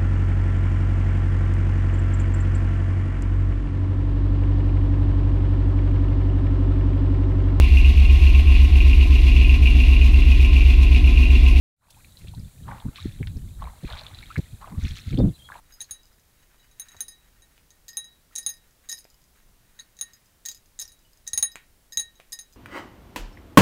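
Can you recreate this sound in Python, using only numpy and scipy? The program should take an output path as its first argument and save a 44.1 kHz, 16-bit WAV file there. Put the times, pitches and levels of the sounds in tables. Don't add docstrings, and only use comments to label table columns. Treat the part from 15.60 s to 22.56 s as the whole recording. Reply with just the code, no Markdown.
import sys
import numpy as np
from scipy import signal
from scipy.fft import rfft, irfft, next_fast_len
from scipy.io import wavfile
from scipy.ndimage import map_coordinates

SR = 44100
rng = np.random.default_rng(int(sys.argv[2]) if len(sys.argv) > 2 else 0)


def master_out(mix):
    frames = np.transpose(np.atleast_2d(mix))
    ceiling = np.clip(frames, -1, 1)
    pcm = np.round(ceiling * 32767).astype(np.int16)
    wavfile.write(sys.argv[1], SR, pcm)


N = 306936


def amp(db):
    return 10 ** (np.asarray(db) / 20)


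def unit(x):
    return x / np.sqrt(np.mean(x ** 2))


def along(points, hz):
    f, values = np.transpose(points)
    return np.interp(np.log(hz + 1), np.log(f + 1), values)


def wobble(rate_hz):
    knots = rng.standard_normal(int(N * rate_hz / SR) + 4)
    return map_coordinates(knots, [np.arange(N) * rate_hz / SR], order=1)


def filtered(x, response):
    size = next_fast_len(len(x) + 8192)
    return irfft(rfft(x, size) * response(np.fft.rfftfreq(size, 1 / SR)), size)[:len(x)]


def resonance(hz, width_hz):
    return lambda f: 1j * f * width_hz / (hz * hz - f * f + 1j * f * width_hz)


def mode(times, levels_db, hz, t60, rise_cycles, lost_db=0):
    t = np.arange(N) / SR
    spin = 2j * np.pi * hz
    decay = np.log(1000) * (t / t60 + lost_db / 60)
    decay_at_touch = np.interp(times, t, decay)
    swing, starts = 0, []
    for step, level in zip(np.diff(spin * times - decay_at_touch, prepend=0), amp(levels_db)):
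        swing *= np.exp(step)
        level = max(level, amp(-53) * abs(swing))
        swing += max(level - abs(swing), 1e-9)
        swing *= level / abs(swing)
        starts.append(swing)
    last = np.maximum(np.searchsorted(times, t) - 1, 0)
    envelope = (t > times[0]) * np.exp(-np.abs(decay - decay_at_touch[last]))
    phasor = (starts * np.exp(-spin * times))[last] * envelope
    pole = np.exp(-hz / (rise_cycles * SR))
    return (signal.lfilter([1 - pole], [1, -pole], phasor) * np.exp(spin * t)).imag


def bursts(times, levels_db, t60, spiky=1):
    t = np.arange(SR // 10) / SR
    out = np.zeros(N + len(t))
    for start_s, db in zip(times, levels_db):
        noise = rng.standard_normal(len(t))
        burst = amp(-60 * t / t60) * np.sign(noise) * np.abs(noise) ** spiky
        out[round(start_s * SR):][:len(t)] += amp(db) * burst / np.linalg.norm(burst)
    return out[:N]


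def blips(rows, t60, phase_step_rad):
    out, t = np.zeros(N + SR), np.arange(SR // 10) / SR
    for start_s, db, hz in rows:
        drift = phase_step_rad * np.cumsum(rng.standard_normal(len(t)))
        out[round(start_s * SR):][:len(t)] += amp(db - 60 * t / t60) * np.sin(2 * np.pi * hz * t + drift)
    return out[:N]


# frequency_hz, relative_density_db
HUM_SPECTRUM = [(12, -5.5), (20, 3.5), (92, -10), (298, -20.5), (427, -22), (1200, -26), (1980, -26.5),
                (2400, -28.5), (15500, -30)]


def hum():
    noise = unit(filtered(rng.standard_normal(N), lambda f: amp(along(HUM_SPECTRUM, f))))
    rumble = filtered(noise, lambda f: 1 / (1 + (f / 80) ** 2))
    waver = amp(2.5 * wobble(1.7))
    return amp(-59.5) * (noise + rumble * (waver - 1))


# frequency_hz, t60_s
ROOM_DECAY = [(500, 0.0695), (2000, 0.26), (4500, 0.19), (12000, 0.11)]


def room(x):
    hz, t, spectrum = signal.stft(rng.standard_normal(SR // 2), SR, nperseg=256)
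    decay = amp(-60 * t / along(ROOM_DECAY, hz)[:, None])
    tail = signal.istft(spectrum * decay, SR, nperseg=256)[1]
    delayed = np.pad(x, (180, 0))
    return signal.fftconvolve(delayed, tail / np.linalg.norm(tail))[:N]


# start_s, level_db
FLOOR_PUSHES = [(0.307, -41.5), (1.365, -40), (2.871, -48.5), (5.736, -35), (5.79, -40), (6.372, -40.5)]


def thuds():
    push = np.zeros(N)
    for start_s, db in FLOOR_PUSHES:
        push[round(start_s * SR)] = amp(db + 43.5)
    board = resonance(hz=70.5, width_hz=48)
    return filtered(push, lambda f: board(f) ** 2)


# pitch_hz, level_db, t60_s
TAG_MODES = [(1450, -9, .12), (2950, 0, .16), (4877, -6, .12), (7332, -7, .05)]
# start_s, level_db
TAG_SWINGS = [(.135, -62.5), (.339, -67), (0.442, -67), (.823, -71), (.979, -66), (1.03, -64), (1.391, -61),
              (1.961, -68), (3.53, -68), (5.449, -62.5)]


def tinkles():
    times, swing_db = np.transpose(TAG_SWINGS)
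    chance_db = 3 * rng.standard_normal((len(times), len(TAG_MODES)))
    return sum(mode(times, swing_db + db + chance_db[:, k], hz, t60, rise_cycles=2.6)
               for k, (hz, db, t60) in enumerate(TAG_MODES))


# centre_s, length_s, level_db
JAW_MOVES = [(0.16, 0.6, -68.5), (0.302, 0.03, -65), (0.83, 0.018, -76), (1.052, 0.89, -69.5),
             (1.265, 0.12, -66), (1.363, 0.067, -59), (1.686, 0.16, -69.5), (1.878, 0.2, -72),
             (1.97, 0.029, -68), (2.735, 0.033, -61.5), (3.055, 0.068, -66), (3.263, 0.11, -66),
             (3.794, 0.084, -63), (4.201, 0.045, -60), (4.343, 0.57, -67)]


def chewing():
    t = np.arange(N) / SR
    jaw = sum(amp(db) * np.exp(-(2 * (t - centre_s) / length_s) ** 2)
              for centre_s, length_s, db in JAW_MOVES)
    crumbs, friction = rng.standard_normal((2, N)) ** 3 * amp(5 * wobble(70))
    mouth = resonance(hz=1680, width_hz=1650)
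    rim = lambda f: sum(resonance(BOWL_MODES[k][0][0], width_hz=30)(f) for k in (0, 1, 4))
    crunch = jaw * unit(filtered(crumbs, lambda f: mouth(f) ** 2 + amp(-12.5) * (f > 3500)))
    return crunch + amp(16) * filtered(jaw * unit(friction), rim)


# start_s, level_db, pitch_hz
TONGUE_CLICKS = [(0.1216, -59, 1610), (0.184, -57, 1400), (0.2893, -59, 1670), (0.5152, -60, 1386),
                 (1.2995, -62, 1480), (2.7115, -58, 1340), (4.168, -64.5, 1530)]


def smacks():
    return blips(TONGUE_CLICKS, t60=0.045, phase_step_rad=0.039)


# start_s, level_db, pitch_hz
PELLET_SNAPS = [(.945, -43, 1190), (1.346, -35.5, 1160), (1.351, -38.5, 696), (1.979, -35.5, 2900),
                (3.452, -36, 600), (3.4528, -36.5, 2400), (3.76, -46, 1880), (5.9569, -16.5, 2190),
                (5.97, -45, 2300), (5.984, -51, 1900), (6.599, -34, 710), (6.601, -27.5, 2400)]


def snaps():
    times, levels_db, _ = np.transpose(PELLET_SNAPS)
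    out = filtered(bursts(times, levels_db - 4, t60=0.0067), resonance(hz=6700, width_hz=5000))
    t = np.arange(SR // 50) / SR
    for start_s, db, hz in PELLET_SNAPS:
        cycles = hz * t
        out[round(start_s * SR):][:len(t)] += amp(db - 3 - 13.3 * cycles) * np.sin(2 * np.pi * cycles)
    return out


# start_s, level_db, pitch_hz
PELLET_CHIRPS = [(.2435, -42, 4200), (2.761, -26, 5900), (3.327, -25.5, 5510), (4.209, -42, 4460),
                 (5.225, -27.5, 5430), (5.254, -36, 5870), (5.677, -26.5, 6000)]


def chirps():
    return blips(PELLET_CHIRPS, t60=0.017, phase_step_rad=0.073)


# start_s, level_db
PELLET_DROPS = [(2.7616, -24.5), (2.7657, -37), (2.7861, -32), (3.2938, -34), (3.2973, -43), (3.2989, -38),
                (4.853, -37), (4.8587, -37), (4.861, -37), (4.8913, -40), (5.1907, -32), (5.1973, -30),
                (5.2, -33), (5.6773, -29), (5.9576, -39.5), (6.3226, -44), (6.7217, -33), (6.7284, -44)]


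def drops():
    times, db = np.transpose(PELLET_DROPS)
    push = np.zeros(N)
    push[np.round(times * SR).astype(int)] = amp(db + 29.5)
    air = resonance(hz=7100, width_hz=2300)
    return filtered(push, lambda f: air(f) ** 3)


# start_s, level_db
PELLET_ROLLS = [(0.432, -34), (0.455, -35), (.467, -37), (.528, -40), (.597, -38), (2.968, -33),
                (2.976, -35), (3.109, -36.5), (3.407, -29), (3.4433, -31), (3.501, -32.5), (3.5064, -35),
                (3.543, -38), (3.617, -40), (3.64, -37), (4.6588, -36), (4.9697, -32), (4.975, -30.5),
                (5.0583, -35.5), (5.391, -39), (5.5326, -34), (5.5737, -35), (5.926, -35), (6.9253, -31.5),
                (6.932, -32), (6.9367, -32.5)]


def rolls():
    times, roll_db = np.transpose(PELLET_ROLLS)
    ring = sum(mode(times, roll_db + db - 26.5, hz, t60 * 0.57, rise_cycles=2.7)
               for hz, db, t60 in BOWL_MODES[BASE][:3])
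    return ring * amp(5 * wobble(250))


def ticks():
    touch_s, tick_db = np.transpose(TOUCHES)[[0, -1]]
    roll_s, roll_db = np.transpose(PELLET_ROLLS)
    click = bursts(touch_s, tick_db + 15, t60=0.018, spiky=2.5)
    skitter = bursts(touch_s, tick_db + 13, t60=0.084, spiky=2.5)
    tumble = bursts(roll_s, roll_db + 5, t60=0.012, spiky=2.5)
    hollow = resonance(hz=6460, width_hz=2460)
    base = resonance(BOWL_MODES[BASE][0][0], width_hz=1620)
    glaze = resonance(hz=13300, width_hz=3500)
    force = click + skitter + tumble
    return filtered(force, lambda f: hollow(f) ** 3 + amp(-3) * base(f) + amp(-10) * glaze(f) ** 2)


def blows():
    times, rim_db = np.transpose(TOUCHES)[0], family_levels()[RIM_4]
    crack = filtered(bursts(times, rim_db + 7.5, t60=0.07), resonance(hz=4900, width_hz=14300))
    knock = filtered(bursts(times, rim_db + 9.5, t60=0.1), resonance(hz=327, width_hz=1020))
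    return crack + knock


# start_s, strength_db, hardness_db_per_octave, rim_place_deg, base_ring_db, pellet_tick_db
TOUCHES = [(0.123, -56, 4, 72, -53, -60.0), (0.138, -58, 13, 70, -51, -45),
           (0.2054, -37.5, -0.5, 112.5, -70.0, -53), (0.214, -37, 1, 135, -65.0, -22),
           (0.227, -47, 8, 73, -70, -57.0), (0.2435, -63, 8, 143, -71.0, -47.0),
           (0.3096, -37.5, 4, 23.5, -68, -24.5), (0.343, -51, 2, 42, -82.0, -45.0),
           (0.995, -70.5, -11, 112, -82.0, -72.0), (1.113, -63, 0, 150, -83.0, -71.0),
           (1.1971, -36.5, 5.5, 136, -68, -60), (1.218, -45, 0, 33, -87.0, -57.0),
           (1.285, -54.5, -5, 121, -89.0, -36.5), (1.3176, -56, 0, 114, -77.0, -59),
           (1.366, -59, -6, 34.0, -76.0, -39), (1.406, -28.5, 7, 139, -53, -33),
           (1.425, -45, 1, 134, -72.0, -37), (1.444, -53.5, 3, 44, -71.0, -59.0),
           (1.482, -43.5, 4, 84, -49, -33), (1.52, -54, -1.5, 44, -67, -46),
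           (1.8215, -60.5, -1.5, 168, -82.0, -53), (2.105, -59, 0.5, 141.0, -86.0, -39),
           (2.2817, -47.5, 2.5, 142, -59, -27), (2.2892, -45, -1, 75, -47, -26.5),
           (2.3314, -62, -9.5, 140, -48.5, -47.0), (2.3702, -29.5, 4, 98.5, -49.5, -59.0),
           (2.4431, -49, -3.5, 101.5, -58, -51), (2.7542, -37.5, 6.5, 115.5, -59, -59.0),
           (2.76, -38, 1, 101.5, -66.0, -25), (2.7799, -34.5, 3, 108, -62.0, -46),
           (2.784, -36.5, 3.5, 85.5, -71.0, -24), (2.829, -52.5, -1.0, 152, -48, -43),
           (2.8633, -27.5, 4, 121.5, -53, -20), (2.8921, -33, 6.5, 147, -71.0, -49.0),
           (2.902, -37, 2.5, 139, -46.5, -35), (2.9388, -56, -3, 89, -54, -44.0),
           (3.2887, -42.5, -2, 26, -48, -46), (3.2954, -37.5, 0, 150, -47, -19),
           (3.316, -35, 2, 73.5, -34, -33), (3.3264, -37, -0.5, 58.5, -61, -28),
           (3.345, -47.5, -2, 97, -46, -42.0), (3.3709, -66, 2, 168, -47.5, -40.0),
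           (3.3802, -51.5, -1.0, 176, -44.5, -50), (3.388, -53.5, 10, 152, -61, -37),
           (4.1905, -53, -10.5, 121, -82.0, -54.0), (4.1966, -43.5, -5.5, 32.5, -76.0, -38),
           (4.207, -58.5, -2, 98, -76, -56), (4.368, -64, -1, 118, -80, -41),
           (4.3896, -48.5, -2.5, 103, -71, -33), (4.4116, -28.5, 3.5, 116.5, -46, -33),
           (4.425, -35, 3, 150.5, -65, -39), (4.5343, -55.5, 2.5, 73.5, -54, -40),
           (4.8529, -50, -8.5, 108, -48, -29), (4.859, -31, 3, 141, -44, -21),
           (4.861, -36.5, 3.5, 74.0, -63, -31), (4.8861, -40.5, 7, 99.5, -47, -18),
           (4.8872, -39.5, 1.5, 106.5, -42, -30), (4.914, -60, -5, 44, -65, -24),
           (4.9466, -54.5, 2, 5.5, -49, -35), (5.1902, -41, -1.5, 105, -50, -40),
           (5.198, -36, 10, 140, -41, -34), (5.2012, -37, 3.5, 37.5, -54, -24),
           (5.2147, -34.5, 7, 141.0, -42, -24), (5.224, -43, 4.5, -5, -53, -27),
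           (5.25, -52, 0.5, 79, -74, -46), (5.2777, -59, 14, 145, -48, -37),
           (5.2918, -59, -3, 97, -66, -52), (5.319, -58.5, 2.5, 97, -76.0, -38.5),
           (5.6673, -50.5, -7.5, 115, -51, -54), (5.6757, -37, 2.5, 150, -63.0, -25),
           (5.691, -59.5, -6, 155, -72.0, -50), (5.733, -29.5, -1.5, 19.5, -74.0, -19),
           (5.7757, -24.5, 3, 22.5, -61, -12), (5.8264, -21, 1.5, 18.5, -62.0, -26),
           (5.9177, -54.5, -3.0, 181, -48.5, -43), (5.9566, -65.5, -9.5, 154, -68, -52),
           (6.3225, -47.5, -5.5, 32.5, -48, -35), (6.3312, -44, 0, 75, -44, -31.5),
           (6.3727, -24.5, -1, 112.5, -55.0, -15), (6.3962, -28, -0.5, 28, -61, -21),
           (6.41, -36, 1.5, 149.5, -70.0, -34), (6.555, -62.5, -3, 36, -77, -60),
           (6.724, -46, -1.5, 53, -38.5, -29), (6.7288, -38, 1, 56.5, -34, -43),
           (6.7329, -40, 0, 154, -40, -27), (6.7894, -40, -0.5, 9.5, -52, -27.5),
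           (6.812, -45.5, 6, 143, -57, -72)]
RIM_SHAPES = [(0, 2, 137), (1, 3, 137), (3, 4, 0), (4, 4, 90), (5, 5, 92), (6, 0, 0), (7, 3, 47),
              (8, 2, 47)]
RIM_GAINS = [-6, 1, 2.5, 7, 5.5, -13, -1, -17.5]


def family_levels():
    _, strength_db, hardness, place_deg, base_db, _ = np.transpose(TOUCHES)
    pivot_hz, power_at_node = 6500, 0.01
    levels = {BASE: base_db}
    for (family, diameters, phase_deg), gain_db in zip(RIM_SHAPES, RIM_GAINS):
        coupling = np.cos(np.radians(diameters * place_deg - phase_deg)) ** 2 + power_at_node
        octaves = np.log2(np.mean([hz for hz, _, _ in BOWL_MODES[family]]) / pivot_hz)
        levels[family] = strength_db + gain_db + hardness * octaves + 10 * np.log10(coupling)
    return [levels[family] for family in range(len(BOWL_MODES))]


BOWL_MODES = [
    [(1852, 0, .31)],
    [(3866, 0, .33)],
    [(5010, 0, .13), (12450, -4, .07), (5130, -6, .07), (12040, -17, .2)],
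    [(6391, 0, .1)],
    [(6541, 0, .1)],
    [(9644, 0, .1)],
    [(12030, -7, .085), (13325, -3, .08), (14150, -9, .1), (15340, -11, .11)],
    [(3888, 0, .06)],
    [(1886, 0, .13)],
]
BASE, RIM_4, TOP = 2, 5, 6
# start_s, loss_db
MUZZLE_LEANS = [(.23, 11), (1.226, 16), (1.295, 14), (1.325, 12), (1.35, 4), (1.85, 27), (3.335, 7),
                (4.225, 17), (4.39, 23), (4.417, 13), (4.92, 15), (5.235, 18), (5.742, 7), (5.785, 14),
                (5.832, -2.5), (6.338, 7), (6.5, 11), (6.744, 7)]
MUZZLE_FACTORS = [0.29, 1.3, 0.498, .7, 0.45, 0.78, .4, .3, 0.33]


def bowl():
    times, t = np.transpose(TOUCHES)[0], np.arange(N) / SR
    chance_db = 5 * rng.standard_normal((len(times), 4))
    lean_s = 0.031
    muzzle_db = sum(db * np.clip((t - start_s) / lean_s, 0, 1) for start_s, db in MUZZLE_LEANS)
    since_touch_s = np.abs(t - times[np.maximum(np.searchsorted(times, t) - 1, 0)])
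    flutter_db = 3.5 * (1 - np.exp(-since_touch_s / 0.03))
    out = np.zeros(N)
    for family, (touch_db, factor) in enumerate(zip(family_levels(), MUZZLE_FACTORS)):
        flutter = amp(flutter_db * wobble(120))
        for k, (hz, db, t60) in enumerate(BOWL_MODES[family]):
            levels_db = touch_db + db + chance_db[:, k] * (family == TOP)
            out += flutter * mode(times, levels_db, hz, t60, rise_cycles=1, lost_db=factor * muzzle_db)
    return out


def scene():
    ring = bowl() + rolls() + tinkles()
    click = ticks() + drops() + blows() + chirps()
    snap = snaps()
    mouth = chewing() + smacks()
    reverberation = room(amp(-20) * ring + amp(-10.5) * click + amp(-5) * snap)
    return (ring + click + snap + reverberation + mouth + thuds() + hum())[None]


def record(dry):
    shelf_hz, cutoff_hz = 15840, 16900
    shelf = lambda f: amp(-30 / (1 + np.exp((shelf_hz - f) / 40)))
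    return filtered(dry[0], lambda f: (f < cutoff_hz) * shelf(f))[None]


dry = scene()
out = record(dry)
master_out(out)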